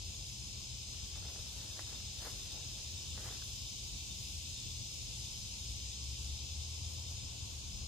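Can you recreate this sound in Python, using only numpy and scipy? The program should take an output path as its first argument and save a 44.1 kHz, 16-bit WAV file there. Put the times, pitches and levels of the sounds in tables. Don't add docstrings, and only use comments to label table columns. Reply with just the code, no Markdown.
import sys
import numpy as np
from scipy import signal
from scipy.fft import rfft, irfft, next_fast_len
from scipy.io import wavfile
from scipy.ndimage import uniform_filter1d

SR = 44100
rng = np.random.default_rng(int(sys.argv[2]) if len(sys.argv) > 2 else 0)


def inscribe(sig):
    pcm = np.round(np.clip(np.atleast_2d(sig).T, -1, 1) * 32767)
    wavfile.write(sys.argv[1], SR, pcm.astype(np.int16))


def elevation(decibels):
    levels = np.asarray(decibels, float)
    return 10 ** (levels / 20)


N = 347067


def evened(x):
    return x / np.sqrt(np.mean(x ** 2) + 1e-20)


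def read(points, hz, column=1):
    columns = np.transpose(points)
    return np.interp(np.log(hz + 1), np.log(columns[0] + 1), columns[column])


def curve(rows, column=1, outside=None):
    columns = np.transpose(rows)
    return np.interp(np.arange(N) / SR, columns[0], columns[column], outside, outside)


def drift(per_s):
    knots = rng.standard_normal(int(N / SR * per_s) + 3)
    return evened(signal.resample(knots, N))


def gate(start, end, edge):
    t = np.arange(N) / SR
    return np.clip(np.minimum(t - start, end - t) / edge + .5, 0, 1)


def pulsing(turns, sharp):
    return np.exp(sharp * (np.cos(2 * np.pi * turns) - 1))


def resonate(x, hz, width):
    turn = np.exp(2j * np.pi * np.cumsum(hz * np.ones(N)) / SR)
    r = np.exp(-np.pi * width / SR)
    return 2 * (turn * signal.lfilter([1 - r], [1, -r], x / turn)).real


def coloured(x, points):
    size = next_fast_len(N)
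    gain = elevation(read(points, np.fft.rfftfreq(size, 1 / SR)))
    return irfft(rfft(x, size) * gain, size)[..., :N]


def diffuse(points, patchy_db):
    # pitch in Hz, likeness of the two openings from 0 to 1, lag of the right one in radians,
    # left over right in dB.
    ports = [(39.7, 0.94, 0, 1), (120, 0.81, 0.72, 5), (295, 0.84, 1.42, 0), (600, 0.92, 2.5, 0.5),
             (960, 1, 2, 1.5), (1720, 0.9, 3.5, 5), (2520, 0.02, 5.5, 4.5), (3360, 0.17, 7, 3),
             (4240, 0.47, 8, 2), (5820, 0, -8, 2.5), (6820, 0.4, 7, -0.5), (14100, 0.45, 2.5, -7)]
    frames, hz = N // 256 + 5, np.fft.rfftfreq(1024, 1 / SR)
    a, b, c, d, patches = rng.standard_normal((frames, 513, 5)).T
    patches = evened(uniform_filter1d(uniform_filter1d(patches, 10, 0), 12, 1))
    same, lag, tilt_db = (read(ports, hz, column=k)[:, None] for k in (1, 2, 3))
    same = np.clip(same, 0, 1)
    shared = same * np.exp(-1j * lag) / elevation(tilt_db)
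    apart = np.sqrt(1 - same ** 2) / elevation(tilt_db)
    left = a + 1j * b
    z = np.array([left, shared * left + apart * (c + 1j * d)])
    z *= elevation(read(points, hz)[:, None] + patchy_db * patches) / np.sqrt(abs(1 + shared) ** 2 + apart ** 2)
    pair = signal.istft(z, nperseg=1024, noverlap=768)[1][:, :N]
    return pair / np.std(pair.mean(0))


def placed(x, tilt_db, lag=0):
    right = (signal.hilbert(x, next_fast_len(N))[:N] * np.exp(-1j * lag)).real
    return np.array([x * elevation(tilt_db / 2), right / elevation(tilt_db / 2)])


def cicadas():
    # pitch in Hz, level in dB per Hz.
    wall_colour = [(1500, -50), (2000, -16.5), (2350, -6), (2800, -1.5), (3400, 0.5), (4400, 0), (5600, 1),
                   (6800, 1), (7100, -1.5), (8200, -3.5), (8900, -10), (10500, -12.5), (13000, -16),
                   (14500, -8.5)]
    # time in seconds, level in dB.
    swell = [(0, -51), (2.3, -49.5), (5.2, -49), (6.4, -49.5), (7.87, -51.5)]
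    # pitch in Hz, width in Hz, level in dB, left over right in dB.
    singers = [(2650, 30, -73.5, 4), (3130, 60, -69, 3), (3950, 50, -69, 2), (4160, 50, -70, 2),
               (4487, 32, -70, 2), (6168, 45, -67, 1), (6305, 38, -68, 2), (6520, 40, -65, 2),
               (6710, 30, -69, 1), (6865, 60, -65, 2), (7150, 40, -73, 0)]
    wall = diffuse(wall_colour, patchy_db=0.54)
    treble = coloured(wall, [(8200, -40), (9200, 0)])
    swell_db = curve(swell)
    treble_db = (0.9 - 1) * (swell_db - swell_db.mean())
    treble_db += 1.06 * drift(per_s=3) + 0.82 * drift(per_s=12)
    out = (wall + treble * (elevation(treble_db) - 1)) * elevation(swell_db)
    for hz, width, db, tilt_db in singers:
        song = resonate(rng.standard_normal(N), hz, width * 1.34)
        song = evened(resonate(song, hz, width * 1.34))
        out += placed(elevation(db + 1.6 * drift(per_s=2)) * song, tilt_db, rng.uniform(-1.5, 1.5))
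    return out


def throbber():
    # pitch in Hz, width in Hz, level in dB.
    abdomen = [(3530, 50, -1.5), (3645, 36, 0), (3768, 45, -4)]
    # time in seconds, level in dB.
    loudness = [(0, -65), (.6, -62.5), (2.5, -58.5), (4.5, -58.5), (6.5, -60), (7.25, -60.5), (7.5, -62),
                (7.87, -65)]
    drive = rng.standard_normal(N)
    body = np.zeros(N)
    for hz, width, db in abdomen:
        ring = resonate(resonate(drive, hz, 1.1 * width), hz, 1.1 * width)
        body += elevation(db) * evened(ring)
    throbs = 8.8 * np.arange(N) / SR - .28 + .03 * drift(per_s=3)
    pump = .7 + pulsing(throbs, sharp=1.6)
    return placed(elevation(curve(loudness)) * evened(body) * evened(pump), 1.6, 0.95)


def crickets():
    # wing pitch in Hz, strokes a second, level in dB.
    trills = [(5110, 69.4, -56.4), (5190, 71.6, -65), (4990, 67.6, -65), (5220, 58, -66),
              (4910, 73.5, -66.5)]
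    # start in seconds, length in seconds, level change in dB.
    rests = [
        (1.485, 0.2, -6),
        (3.9, .26, -10),
        (7.3, 0.41, -19),
    ]
    songs = []
    for hz, per_s, db in trills:
        turns = np.cumsum(per_s * (1 + .018 * drift(per_s=8))) / SR + rng.random()
        sag = .021 * np.sin(-2 * np.pi * turns)
        pitch = hz * (1 + sag + .004 * drift(per_s=140) + .005 * drift(per_s=20))
        tone = np.sqrt(2) * np.sin(2 * np.pi * np.cumsum(pitch) / SR)
        song = evened(pulsing(turns, sharp=1.8)) * tone
        flutter_db = 1.0 * drift(per_s=24)
        songs.append(placed(elevation(db + flutter_db) * song, 3, -1.2 + .15 * rng.standard_normal()))
    rest_db = sum(db * gate(s, s + length, edge=0.036) for s, length, db in rests)
    return songs[0] * elevation(rest_db) + sum(songs[1:])


def katydid_ticks():
    # start in seconds, end in seconds, first gap in seconds, level in dB.
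    bouts = [
        (.624, 2.08, .052, -56),
        (7.14, 7.87, .051, -57.5),
    ]
    t, k, ticks = np.arange(N) / SR, np.arange(30), np.zeros(N)
    for start, end, gap, db in bouts:
        late, strong = rng.standard_normal((len(k), 2)).T
        times = start + gap * k + 1.35e-5 * k ** 3 / 3 + .003 * late
        levels_db = db - 6 * np.exp(-k / 4.5) + 1.5 * strong
        for s, level_db in zip(times, levels_db):
            if s < end:
                ticks += elevation(level_db) * np.exp(-((t - s) / .009) ** 2)
    return ticks


def katydids():
    # time in seconds, level in dB.
    buzz_level = [
        (2.03, -70),
        (2.12, -60),
        (3.4, -58.5),
        (5.05, -58),
        (5.08, -80),
    ]
    # pitch in Hz, level in dB per Hz.
    wing = [(12500, -32), (14000, -13), (14800, -5), (15200, -.5), (15600, 0), (15900, -2), (16200, -40)]
    # pitch in Hz, level in dB per Hz.
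    meadow = [(11000, -30), (11700, -11), (12400, -9), (13800, -4.5), (15200, 0), (15900, 0), (16200, -40)]
    t = np.arange(N) / SR
    turns = 35.55 * t + .4 + .05 * drift(per_s=4.3)
    strokes = evened(.35 + pulsing(turns, sharp=1.2))
    buzz = elevation(curve(buzz_level, outside=-120) + 1.3 * drift(per_s=27)) * strokes
    near = (katydid_ticks() + buzz) * evened(coloured(rng.standard_normal(N), wing))
    far_db = -61.8 + 1.0 * drift(per_s=11)
    far = elevation(far_db) * evened(coloured(rng.standard_normal(N), meadow))
    return (near + far) * np.array([[1], [-1]])


def effort():
    # start in seconds, end in seconds, level in dB, brightness in dB.
    stir = (0.9, 3.5, -73.5, -3)
    # peak in seconds, level in dB, rise in seconds, fall in seconds,
    # brightness in dB.
    scuffs = [(1.17, -64.5, 0.035, .05, -6), (1.25, -60.5, .04, 0.24, -9), (1.62, -64, 0.16, 0.16, -6),
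              (1.785, -61, .05, 0.048, -3), (1.93, -62, 0.18, 0.068, -4), (2.275, -52, 0.055, 0.032, -2),
              (2.22, -63, 0.068, 0.41, -6), (2.55, -58, .04, 0.079, -13), (2.8, -67, 0.097, 0.13, -7.5),
              (3.18, -60, 0.022, .08, -3), (3.27, -56.5, 0.084, 0.13, -2.5)]
    t = np.arange(N) / SR
    start, end, db, bright_db = stir
    dull = (elevation(db) * gate(start, end, edge=0.076)) ** 2
    bright = dull * elevation(2 * bright_db)
    for s, db, rise, fall, bright_db in scuffs:
        away = np.where(t < s, (s - t) / rise, (t - s) / fall)
        power = elevation(2 * (db - 13.5 * away))
        dull = dull + power
        bright = bright + power * elevation(2 * bright_db)
    return np.sqrt(dull), np.sqrt(bright)


def snapping(puff):
    # start in seconds, level in dB, pitch in Hz.
    snaps = [
        (1.157, -53, 1250),
        (1.225, -52, 1340),
        (1.359, -45, 695),
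        (1.793, -43, 1980),
        (1.79, -47, 805),
        (3.422, -48, 1530),
    ]
    t, out = np.arange(N) / SR, np.zeros(N)
    for s, db, hz in snaps:
        age = np.maximum(t - s, 0)
        ring = np.sin(2 * np.pi * hz * age) + 0.4 * puff * (t > s)
        out += elevation(db - 4 - 60 * age / .022) * ring
    return out


def shuffle():
    # pitch in Hz, level in dB per Hz.
    thud_colour = [(180, -37), (300, -2), (695, -2), (754, -2.5), (1510, -7.5), (1900, -6), (2600, -16.5),
                   (3380, -37), (5720, -120)]
    # pitch in Hz, level in dB per Hz.
    crackle_colour = [(3000, -28), (6000, -15), (9000, -6), (13000, -7), (15000, -36)]
    happens = rng.random((2, N)) < 3000 / SR
    grains = elevation(3 * rng.exponential(1, (2, N))) * happens * rng.choice([-1, 1], (2, N))
    grains[1] = .6 * grains[0] + .8 * grains[1]
    weight, scrape = effort()
    thud = coloured(grains, thud_colour)
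    dull = coloured(thud, [(950, 0), (1250, -40)])
    body = weight * evened(dull) + scrape * elevation(2.0) * evened(thud - dull)
    spread = abs(uniform_filter1d(scrape / elevation(-60), round(0.079 * SR)))
    crackle = elevation(-59.5) * spread ** 0.77 * evened(coloured(grains, crackle_colour))
    return (body + crackle + snapping(evened(thud[0]))) * elevation(np.array([[.8], [-.8]]))


def engine():
    # time in seconds, firings a second in Hz.
    speed = [
        (5.4, 51),
        (5.6, 57),
        (6.05, 68),
        (6.4, 72.3),
        (6.95, 82.4),
        (7.08, 82.6),
        (7.57, 74),
        (7.87, 70.3),
    ]
    revs = curve(speed)
    turns = np.cumsum(revs) / SR
    note = np.sqrt(2) * (np.sin(2 * np.pi * turns) + elevation(-25) * np.sin(4 * np.pi * turns))
    coasting = uniform_filter1d(1. * (np.gradient(revs) < 0), size=4000)
    load_db = -53.5 + 0.255 * (revs - revs[0]) - 4.5 * coasting
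    return gate(speed[0][0], N, edge=0.096) * elevation(load_db + 2.2 * drift(per_s=14)) * note


def hums():
    # pitch in Hz, width in Hz, level in dB.
    drones = [(119, 2.5, -59.5), (78, 9, -56), (58, 8, -58), (97, 8, -65), (198, 6, -71)]
    out = np.zeros(N)
    for hz, width, db in drones:
        out += elevation(db) * evened(resonate(rng.standard_normal(N), hz, width))
    return out


def road():
    # pitch in Hz, level in dB per Hz.
    rumble = [(13, -49), (22, -19), (42, 0), (70, 3), (127, -12), (145, -14), (303, -24.5), (434, -29.5),
              (477, -30.5), (609, -33), (958, -31.5), (1350, -45), (2000, -45), (2600, -76), (4400, -120)]
    t = np.arange(N) / SR
    bed = elevation(-50.5) * diffuse(rumble, patchy_db=1.83)
    bass = coloured(bed, [(110, 1), (170, -42)])
    gust_db = -0.3 * drift(per_s=2.5)
    hiss = bed - coloured(bed, [(450, -1.0), (700, -37)])
    tyres_db = 1.4 * np.maximum(t - 4.8, 0)
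    traffic = bed + bass * (elevation(gust_db) - 1) + hiss * (elevation(tyres_db) - 1)
    return traffic + placed(hums() + engine(), 3.2)


def scene():
    # pitch in Hz, level of the left-right difference in dB.
    side_dip = [(5600, 0), (6400, 1.5), (7200, 0), (8000, -7), (8350, -12), (8450, -70), (16000, -70)]
    left, right = cicadas() + throbber() + crickets() + shuffle() + road()
    mid = (left + right) / 2
    side = coloured((left - right) / 2, side_dip)
    return np.array([mid + side, mid - side]) + katydids()


def starved(x, top_bands):
    # pitch in Hz, share of patches lost from 0 to 1.
    holes = [(250, 0), (500, .03), (1100, .05), (1450, .24), (1950, .26), (2300, .03), (7500, .02),
             (9000, .1), (11000, .16), (16000, .14)]
    hz, t, z = signal.stft(x, SR, nperseg=1024, noverlap=768)
    luck = uniform_filter1d(uniform_filter1d(rng.standard_normal(z.shape), 4, 0), 7, 1)
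    rank = np.argsort(np.argsort(luck, axis=1), axis=1) / len(t)
    power = uniform_filter1d(uniform_filter1d(abs(z) ** 2, 20, 0), 8, 1)
    loud = power > 3 * np.percentile(power, 30, axis=1)[:, None]
    kept = (rank >= read(holes, hz)[:, None]) | loud
    busy = uniform_filter1d(rng.standard_normal(len(t) // 4 + 1), 2)
    busy = np.repeat(busy, 4)[:len(t)]
    for low_hz, high_hz, share in top_bands:
        kept[(hz > low_hz) & (hz < high_hz)] &= busy > np.quantile(busy, share)
    return signal.istft(z * kept, SR, nperseg=1024, noverlap=768)[1][:N]


def roll_off(x):
    return signal.sosfilt(signal.butter(12, 15830, fs=SR, output="sos"), x)


def record(dry):
    # pitch in Hz, level in dB.
    low_cut = [(22, -26), (32, -13), (42, 0)]
    # from Hz, to Hz, share of time lost from 0 to 1.
    top_bands = [(12400, 13100, .15), (13100, 14000, .76)]
    # from Hz, to Hz, share of time lost from 0 to 1.
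    side_bands = [(7000, 7600, .1), (7600, 7900, .5), (7900, 8450, .85), (11000, 11750, .93),
                  (11750, 12400, .45), (12400, 13100, .2), (13100, 13800, .06)]
    left, right = coloured(dry, low_cut)
    mid = starved((left + right) / 2, top_bands)
    side = starved((left - right) / 2, side_bands)
    mid = coloured(mid, [(13770, 0), (13830, -90)])
    return roll_off(np.array([mid + side, mid - side]))


dry = scene()
out = record(dry)
inscribe(out)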